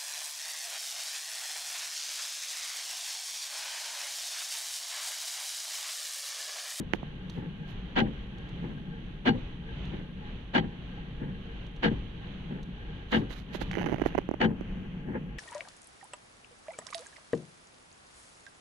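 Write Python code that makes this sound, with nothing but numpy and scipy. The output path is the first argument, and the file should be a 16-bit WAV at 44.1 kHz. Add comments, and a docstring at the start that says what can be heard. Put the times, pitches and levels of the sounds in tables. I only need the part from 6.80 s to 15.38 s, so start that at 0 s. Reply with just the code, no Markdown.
"""A last soft rebound of the wiper arms opens on an idling car in the rain, engine and blower underneath.
Fingers tap, brush and later creak on the phone: uneven slips drive its case, mostly at the right port.
The wipers cycle about every 1.3 s: at the top the rubber judders over on its edge (filtered impacts), then
the arms thump and rebound (short pushes into damped modes); at the bottom two dull blade turns and a
labouring linkage (filtered noise and hum). A few drops tick on the glass as brief noise bursts."""
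import sys
import numpy as np
from scipy import signal
from scipy.fft import rfft, irfft
from scipy.io import wavfile
from scipy.ndimage import uniform_filter1d

SR = 44100
rng = np.random.default_rng(int(sys.argv[2]) if len(sys.argv) > 2 else 0)


def transcribe(u):
    """Save the signal u as a 16-bit wav file named by the first command-line argument.

    u: samples, shape (n,) or (channels, n), limited to [-1, 1]; the rate is SR.
    q: integer samples, one column per channel.
    """
    v = np.clip(np.atleast_2d(u).T, -1, 1)
    q = np.round(v * 32767).astype(np.int16)
    wavfile.write(sys.argv[1], SR, q)


N = 378598
TIME = np.arange(N) / SR

# engine and blower spectrum: f/Hz, level/dB
BLOWER_SPECTRUM = [(24, -1), (33, 0.5), (48, -1), (64, -0.5), (80, -14), (105, -3.5), (300, -15),
                   (650, -27.5), (1200, -30), (2300, -29), (3050, -27), (4100, -38), (5200, -60),
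                   (6200, -53.5), (8000, -73)]
# airy top of the blower: f/Hz, level/dB
AIR_SPECTRUM = [(7000, -41), (8500, -5), (10200, 0), (12000, -10), (15000, -19)]
# balance of the two ports: f/Hz, left minus right/dB
PORT_BALANCE = [(100, 0.5), (500, 3.5), (1000, -0.5), (1600, 0.5), (2300, 0.5), (3100, -11), (4500, -7),
                (6200, -14.5), (9000, -1.5)]

# one row per wiper cycle, from the flip at the top of the sweep: flip t/s, grip held/s, landing t/s,
# landing level/dB, contact time/s, rebound level/dB, first blade's bottom turn level/dB,
# second blade's bottom turn level/dB, linkage load level/dB
STROKES = [(-.09, .02, -.058, -9, .0018, -8, -43, -42, 0),
           (1.172, .022, 1.211, -.5, .0012, -13, -42, -45, 1),
           (2.467, .015, 2.487, -2, .0005, -8, -42.5, -46, -1.5),
           (3.752, .02, 3.78, -4, .0011, -10, -42, -46, 0),
           (5.04, .021, 5.056, -3, .0008, -3.5, -44, -44.5, -1.5),
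           (6.33, .022, 6.363, 0, .0014, -10, -40, -39, 1.5),
           (7.616, .02, 7.645, 1, .0018, -7, -42, -34, 2.5)]
# windscreen and cabin modes: f/Hz, t60/s, left level/dB, right level/dB
SCREEN_MODES = [(92.6, 0.3, -17.5, -26.5), (129.9, 0.28, -10, -17.5), (164.7, 0.25, -8.5, -15.5),
                (213.2, 0.14, 1, -4), (251.4, 0.059, 0.5, -8.5), (303, 0.075, -20.5, -8),
                (360.4, 0.096, -3.5, -7), (476, .08, -11.5, -11.5), (614, .05, -11.5, -20),
                (793, 0.12, -5, -4.5), (868, 0.12, -5, -13.5)]
# dull shudder of the rubber-mounted arms: f/Hz, level/dB
SHUDDER_SPECTRUM = [(70, -11), (115, 1.5), (230, 0), (370, -7), (490, -12), (680, -23.5), (850, -20.5),
                    (1300, -37.5), (4000, -66)]
# rattle of the arms and turning of the blades: f/Hz, level/dB
ARM_SPECTRUM = [(110, -12), (190, -4), (270, 4), (380, -6.5), (500, -3), (680, -22.5), (850, -6.5),
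                (1150, -25), (1700, -12), (3000, -35.5), (6000, -83)]
# rumble of the wiper linkage: f/Hz, level/dB
LINKAGE_SPECTRUM = [(70, -37), (110, -10.5), (150, 6), (185, 5.5), (230, -1.5), (330, -11), (480, -15),
                    (700, -30.5), (1500, -62)]
# blade and arm modes: f/Hz, t60/s, left level/dB, right level/dB
BLADE_MODES = [(372, 0.14, -19, -10), (462, 0.14, -4.5, -2.5), (735, 0.021, -5.5, -18),
               (839, 0.058, -0.5, -1), (1606, 0.037, 4.5, -12), (1822, 0.014, 6, 3), (1940, 0.076, -7, -7),
               (2496, 0.026, -33, -8), (2884, .04, -4.5, -17.5), (3078, 0.044, -12.5, -8.5),
               (3200, 0.044, -15, -8.5), (4430, 0.11, -23, -21.5), (5700, 0.044, -40.5, -32)]
# rubber scrubbing over on the glass: f/Hz, level/dB
SCRUB_SPECTRUM = [(70, -28), (150, -18), (235, 11.5), (310, -2), (490, -1.5), (610, -11), (790, 0.5),
                  (1080, -14), (1650, -6), (2350, -11), (3150, -13), (4200, -23.5), (5300, -40),
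                  (6100, -40), (8000, -54), (15000, -70)]

# heavier drops on the glass: t/s, level/dB
DROPS = [(.4975, -20), (1.583, -33), (1.690, -31), (3.053, -31), (4.866, -33), (4.963, -34), (5.83, -27),
         (6.318, -19), (6.914, -18)]
# splash of a drop: f/Hz, level/dB
SPLASH_SPECTRUM = [(1000, -5), (2800, -16.5), (3900, 4), (5000, -12.5), (6200, -7), (8000, -21.5),
                   (15000, -34.5)]

# fingers on the phone: t/s, click level/dB, thud level/dB, time scale of the run of slips/s
TAPS = [(0.1348, 1, -3.5, 0.00003), (0.144, -24, -8.5, 0.0022), (.229, -29, -12, 0.0019),
        (6.504, -16, -13.5, 0.0032), (6.746, -14, -7, 0.0066), (6.812, -7, -4, 0.0056),
        (6.912, -10, -26, 0.0001), (7.012, -11, -5, 0.0025), (7.058, -4, -1, 0.0084),
        (7.122, -16, -1, 0.0015), (7.141, -11, -1, .002), (7.215, -5.5, 2, .004), (7.258, -4, 5, 0.0042),
        (7.348, -9.5, 1, 0.0039), (7.378, -2, 5.5, 0.0056), (7.488, -13, -4.5, .001),
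        (7.512, -11, -6, 0.00056), (7.537, -16, -5.5, .005), (7.809, -16.5, -10, 0.000775)]
# sharp part of a touch: f/Hz, level/dB
CLICK_SPECTRUM = [(200, -24.5), (780, 8.5), (1200, 1.5), (2100, 1), (3100, -5.5), (4600, -13),
                  (6100, -18.5), (8200, -44), (11000, -17.5), (13000, -29), (15500, -50)]
# soft part of a touch: f/Hz, level/dB
THUD_SPECTRUM = [(60, -19.5), (150, -11), (215, -1.5), (330, -0.5), (470, -7.5), (680, -7), (1100, -17.5),
                 (3000, -68.5)]
# skin slides on the case: t/s, level/dB, half length/s
BRUSHES = [(.148, -48, 0.015), (.55, -56.5, 0.068), (.9, -53, .03), (6.354, -43.5, 0.044),
           (6.52, -40.5, 0.019), (6.58, -47, 0.038), (6.752, -39, 0.019), (6.821, -37, 0.014),
           (7.006, -57.5, 0.26), (7.27, -42.5, 0.017)]
# hiss of sliding skin: f/Hz, level/dB
SKIN_SPECTRUM = [(500, 1.5), (2000, 2.5), (4000, 1), (5200, -12), (6300, -10), (8500, -27), (11000, -18),
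                 (12700, -22), (15000, -30)]
# the phone's case rings briefly after a touch: f/Hz, t60/s, left level/dB, right level/dB
CASE_MODES = [(209, 0.083, -43, -18), (302, 0.057, -47, -19.5), (780, 0.017, -42, -7.5),
              (1480, .005, -33, -1), (2020, 0.0058, -49, -6.5), (3000, 0.0079, -32, -6.5),
              (6050, 0.006, -50, -23), (11080, 0.0042, -56, -22.5)]
# a finger comes to rest over the right port: t/s, share covered
COVER = [(6.9, 0), (7.4, 0.45), (7.75, 0.95), (8.58, 1)]

# after landing the arm bounces once (level relative to the landing), then rebounds softly and rattles
BOUNCE_S, BOUNCE_DB, BOUNCE_CONTACT_S = .018, -7, .0019
REBOUND_S, REBOUND_CONTACT_S, SHUDDER_S = .058, .0036, .037
RATTLE_DB, RATTLE_S = -42, .022
# the linkage knocks as it takes up its play, counted from the flip
PLAY_S, PLAY_DB, PLAY_CONTACT_S = .666, -15.5, .0013
# the two blades turn at the bottom one after the other, counted from the flip
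FIRST_TURN_S, SECOND_TURN_S, TURN_HALF_S = .675, .738, .028
# the linkage rumbles least at the top and labours as it starts to lift the arms again
RUMBLE_DB, SWING_DB = -51, 6
LIFT_DB, LIFT_ATTACK_S, LIFT_RELEASE_S = -45, .03, .17
# the blades rub all the time and swish at mid-glass, down then up: t after the flip/s, level/dB, half length/s
FRICTION_DB, SWISHES = -56.5, [(.41, -54, .04), (.97, -59, .06)]
# the rubber takes hold and lets go
FLIP_DB, FLIP_ATTACK_S, FLIP_RELEASE_S = -24, .011, .021
# skin sticks and slips on the case at a slowing rate
CREAK_START_S, CREAK_END_S = 6.925, 7.42
SLIPS_PER_S, SLOWING_S = 108, .36
# the sharp edge of the slips fades first; their soft push comes later and lasts
CREAK_CLICK_DB, CREAK_FADE_DB_PER_S = -8.5, 34
CREAK_THUD_DB, CREAK_PUSH_S, CREAK_ATTACK_S, CREAK_RELEASE_S = -10.5, 7.02, .09, .29
TOP_HZ = 15700  # upper limit of the phone


def amp(db):
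    """Decibels to gain."""
    return 10 ** (np.asarray(db) / 20)


def unit(x):
    """Scale to rms 1."""
    return x / np.sqrt(np.mean(x ** 2))


def convolve(x, response):
    """Send a sound through one response, or one per ear."""
    return signal.fftconvolve(np.atleast_2d(x), np.atleast_2d(response), axes=1)[:, :N]


def shape(points, hz):
    """Read (f/Hz, level/dB) points on a log-frequency axis."""
    f, db = np.transpose(points)
    return np.interp(np.log(hz + 1), np.log(f), db)


def colour(x, points, size=8192):
    """Causal (minimum-phase) filter of unit energy that follows the given spectrum."""
    level_db = shape(points, np.fft.rfftfreq(size, 1 / SR))
    cepstrum = irfft(np.log(amp(level_db)))
    # folding the cepstrum forward in time makes the filter causal
    cepstrum[1:size // 2] *= 2
    cepstrum[size // 2 + 1:] = 0
    response = irfft(np.exp(rfft(cepstrum)))
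    return convolve(x, response / np.linalg.norm(response))


def ring(x, modes):
    """Damped modes, each with its own strength at the two ears; unit energy on average per ear."""
    t = TIME[:SR // 2]
    response = 0
    for k, (hz, t60, left, right) in enumerate(modes):
        decay = np.exp(-np.log(1000) * t / t60)
        sign = (-1) ** k  # neighbouring modes start in opposite directions
        response = response + sign * amp([[left], [right]]) * np.sin(2 * np.pi * hz * t) * decay
    return convolve(x, response / np.sqrt(np.sum(response ** 2) / 2))


def diffuse(pair, split_hz):
    """Two unrelated sounds as a cabin field: bass alike at both ports, treble unrelated, port-coloured."""
    hz = np.fft.rfftfreq(N, 1 / SR)
    alike = 1 / (1 + (hz / split_hz) ** 2)
    mid, side = rfft(pair)
    sign = np.array([[1], [-1]])
    field = mid * np.sqrt((1 + alike) / 2) + sign * side * np.sqrt((1 - alike) / 2)
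    port_gain = amp(sign * shape(PORT_BALANCE, hz) / 2)
    return irfft(field * port_gain, N)


def noise(channels=2):
    """White noise."""
    return rng.standard_normal((channels, N))


def walk(rate):
    """Smooth random wander of rms 1, with about rate new values per second."""
    k = int(SR / rate)
    steps = rng.standard_normal(N)[np.arange(N) // k]
    return unit(uniform_filter1d(uniform_filter1d(steps, k), k))


def grit(rate, spread_db):
    """Random tiny impacts of uneven size, rate per second, brought to rms 1."""
    hits = rng.random((2, N)) < rate / SR
    return unit(hits * noise() * amp(spread_db * noise()))


def fade(start, length):
    """An envelope that jumps to 1 and dies away."""
    age = TIME - start
    return (age >= 0) * np.exp(-np.clip(age / length, 0, 50))


def press(start, attack, hold, release):
    """An envelope that has risen to 1 at its start, holds, and lets go."""
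    age = TIME - start
    rise = (np.minimum(age, 0) / attack) ** 2
    fall = (np.maximum(age - hold, 0) / release) ** 2
    return np.exp(-rise - fall)


def swells(table):
    """Bell-shaped envelopes from rows of t/s, level/dB, half length/s."""
    return sum(amp(db) * np.exp(-((TIME - s) / half) ** 2) for s, db, half in table)


def wavering_tone(hz, drift, rate):
    """A sine whose pitch wanders by a fraction drift (rms)."""
    return np.sin(2 * np.pi * np.cumsum(hz * (1 + drift * walk(rate))) / SR)


def engine():
    """The idling engine booms as one low tone, wavering in pitch and level."""
    return amp(2 * walk(5.7)) * wavering_tone(48.6, drift=.015, rate=6.7)


def blower():
    """Unsteady broadband cabin noise under a steady airy top."""
    rush = amp(-41.0) * colour(noise() * amp(1.9 * walk(9)), BLOWER_SPECTRUM)
    air = amp(-89) * colour(noise(), AIR_SPECTRUM)
    return diffuse(rush + air, split_hz=610)


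def blower_whine():
    """The blower whines faintly on one wavering tone."""
    return amp(1.3 * walk(5)) * wavering_tone(1090, drift=0.0037, rate=6)


def cabin():
    """Engine and blower, the whine a little stronger at the right."""
    return blower() + amp(-48.5) * engine() + amp([[-78], [-71]]) * blower_whine()


def blows():
    """Landing, bounce, rebound and linkage knock of each cycle: rows of t/s, level/dB, contact time/s."""
    rows = []
    for flip, _, landing, db, contact, rebound_db, *_ in STROKES:
        rows += [(landing, db, contact),
                 (landing + BOUNCE_S, db + BOUNCE_DB, BOUNCE_CONTACT_S),
                 (landing + REBOUND_S, rebound_db, REBOUND_CONTACT_S),
                 (flip + PLAY_S, PLAY_DB, PLAY_CONTACT_S)]
    return rows


def thumps():
    """Each blow pushes the windscreen; the rubber-mounted arms shudder dully after it."""
    push, shudder = np.zeros(N), np.zeros(N)
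    for s, db, contact in blows():
        # half-sine force; a shorter contact is stronger, so the impulse depends on level alone
        force = np.sin(np.pi * np.clip((TIME - s) / contact, 0, 1))
        push += amp(db) * force * np.pi / (2 * contact * SR)
        shudder += amp(db) * fade(s, length=SHUDDER_S)
    dull = diffuse(colour(shudder * noise(), SHUDDER_SPECTRUM), split_hz=500)
    return amp(8.0) * ring(push, SCREEN_MODES) + amp(-27) * dull


def arms():
    """The arms rattle as they rebound; low on the glass the blades turn over in water with a dull shudder."""
    shakes = []
    for flip, _, landing, *_, first_db, second_db, _ in STROKES:
        shakes += [(landing + REBOUND_S, RATTLE_DB, RATTLE_S),
                   (flip + FIRST_TURN_S, first_db, TURN_HALF_S),
                   (flip + SECOND_TURN_S, second_db, TURN_HALF_S)]
    rattle = grit(rate=1600, spread_db=2) * swells(shakes)
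    return diffuse(colour(rattle, ARM_SPECTRUM), split_hz=1000)


def effort():
    """Linkage load and blade friction follow one course per cycle; the load has its own level each time."""
    starts, *_, linkage_db = np.transpose(STROKES)
    cycle = np.searchsorted(starts, TIME) - 1
    period = np.mean(np.diff(starts))
    swing = np.abs(np.sin(np.pi * (TIME - starts[cycle]) / period))
    lift = sum(press(s + FIRST_TURN_S, LIFT_ATTACK_S, 0, LIFT_RELEASE_S) for s in starts)
    load = amp(linkage_db[cycle]) * (amp(RUMBLE_DB + SWING_DB * swing) + amp(LIFT_DB) * lift)
    swishes = [(s + after, db, half) for s in starts for after, db, half in SWISHES]
    return load, amp(FRICTION_DB) + swells(swishes)


def linkage(load):
    """The loaded linkage rumbles as low, unsteady noise."""
    return diffuse(colour(noise() * load * amp(1.7 * walk(30)), LINKAGE_SPECTRUM), split_hz=670)


def motor(load):
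    """The wiper motor hums on two wavering tones that swell with the load."""
    hum = 0
    for hz, db in [(148, -7.5), (182, -5)]:
        waver = amp(4.5 * walk(14))
        hum = hum + amp(db) * waver * wavering_tone(hz, drift=0.02034, rate=16)
    return load * hum


def blade_hiss(friction):
    """The wet blades hiss over the glass: friction noise rings blade and arm."""
    wetness = amp(2.5 * walk(25))
    return ring(noise(channels=1) * friction * wetness, BLADE_MODES)


def sweeps():
    """Linkage, motor and blades at work through the whole sweep."""
    load, friction = effort()
    return amp(-1.5) * linkage(load) + motor(load) + amp(-2) * blade_hiss(friction)


def rain():
    """A few heavier drops, short fading noise bursts, tick over a faint patter of tiny impacts."""
    drops = amp(-83.5) * grit(rate=120, spread_db=-0.5)
    for s, db in DROPS:
        burst = fade(s, length=0.0045) * noise(channels=1)
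        drops = drops + amp(db - 21) * burst * amp([[-6], [0]])
    return colour(drops, SPLASH_SPECTRUM)


def taps():
    """Each finger contact is a quick run of small slips; returns the sharp and the soft part of the force."""
    clicks, thuds = np.zeros(N), np.zeros(N)
    for s, click_db, thud_db, length in TAPS:
        chance = rng.random((4, 2))  # four slips: random timing, random size
        moments = s + length * (np.arange(len(chance)) + chance[:, 0]) / 3
        at = (SR * moments).astype(int)
        size = 0.23 + chance[:, 1]
        size = size / np.linalg.norm(size)
        np.add.at(clicks, at, amp(click_db) * size)
        np.add.at(thuds, at, amp(thud_db) * size)
    return clicks, thuds


def creak():
    """Skin sticks and slips at a slowing, uneven rate; sharp and soft force vary from slip to slip."""
    age = np.maximum(TIME - CREAK_START_S, 0)
    rate = SLIPS_PER_S / (1 + (age / SLOWING_S) ** 2)
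    click = amp(CREAK_CLICK_DB - CREAK_FADE_DB_PER_S * age)
    thud = amp(CREAK_THUD_DB) * press(CREAK_PUSH_S, CREAK_ATTACK_S, 0, CREAK_RELEASE_S)
    turns = np.cumsum(rate * np.exp(.3 * walk(120))) / SR  # one slip at each whole turn
    releases = np.diff(np.floor(turns), prepend=0)
    # each slip scrapes on for a moment before the skin sticks again
    scrape = np.exp(-(turns % 1) / 0.26) * noise(channels=1)[0]
    sounding = (TIME > CREAK_START_S) * (TIME < CREAK_END_S)
    slips = (releases + amp(-19.5) * scrape) * sounding
    return slips * click * amp(1.7 * walk(100)), slips * thud * amp(3.5 * walk(100))


def bend(x, delay_s=0.000784, at_hz=1000):
    """Bending waves in a thin shell: the treble arrives first, the bass trails (delay_s is met at at_hz)."""
    hz = np.fft.rfftfreq(N, 1 / SR)
    return irfft(rfft(x) * np.exp(-2j * np.pi * 2 * delay_s * np.sqrt(at_hz * hz)), N)


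def brushing():
    """Skin slides softly on the case as a dense run of tiny impacts."""
    return colour(swells(BRUSHES) * grit(rate=6000, spread_db=-1)[0], SKIN_SPECTRUM)


def fingers():
    """Taps, creak and soft brushing travel through the case, mostly to the right port."""
    clicks, thuds = bend(np.add(taps(), creak()))
    direct = amp(-3.5) * colour(clicks, CLICK_SPECTRUM) + amp(5.0) * colour(thuds, THUD_SPECTRUM) + brushing()
    return direct * amp([[-25], [0]]) + amp(-4.0) * ring(clicks, CASE_MODES)


def flips():
    """The rubber lip judders across the glass as it rolls over, ringing blade and arm."""
    pressure = amp(FLIP_DB) * sum(press(s, FLIP_ATTACK_S, hold, FLIP_RELEASE_S) for s, hold, *_ in STROKES)
    slips = grit(rate=9000, spread_db=1) * pressure * amp(2.8 * walk(300))
    scrub = diffuse(colour(slips, SCRUB_SPECTRUM), split_hz=540)
    blade = ring(slips[0], BLADE_MODES)
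    # the slips also shake the windscreen, which builds up towards the thump
    screen = ring(slips[1], SCREEN_MODES)
    return amp(0.5) * scrub + amp(-4.0) * blade + amp(-5.5) * screen


def from_the_right(pair, lag_s=.00032):
    """The wiper drive sits to the right, so the left port hears it later."""
    hz = np.fft.rfftfreq(N, 1 / SR)
    return irfft(rfft(pair) * np.exp(-2j * np.pi * hz * np.array([[lag_s], [0]])), N)


def shade(x, centre_hz=3900, width_hz=2300):
    """The gap between finger and port traps one band of the treble."""
    trapped = signal.lfilter(*signal.iirpeak(centre_hz, centre_hz / width_hz, fs=SR), x)
    covered = np.clip(np.interp(TIME, *np.transpose(COVER)), 0, 1)
    return x - covered * trapped


def scene():
    """Everything heard from the front seat."""
    wipers = from_the_right(flips() + thumps() + arms() + sweeps())
    return wipers + cabin() + rain() + fingers()


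def record(dry):
    """The phone, its right port gradually covered, drops the deepest bass and cuts the top."""
    ports = [dry[0], shade(dry[1])]
    no_deep_bass = signal.sosfilt(signal.butter(2, 14, "high", fs=SR, output="sos"), ports)
    return signal.sosfilt(signal.ellip(8, .2, 70, TOP_HZ, fs=SR, output="sos"), no_deep_bass)


dry = scene()
out = record(dry)
transcribe(out)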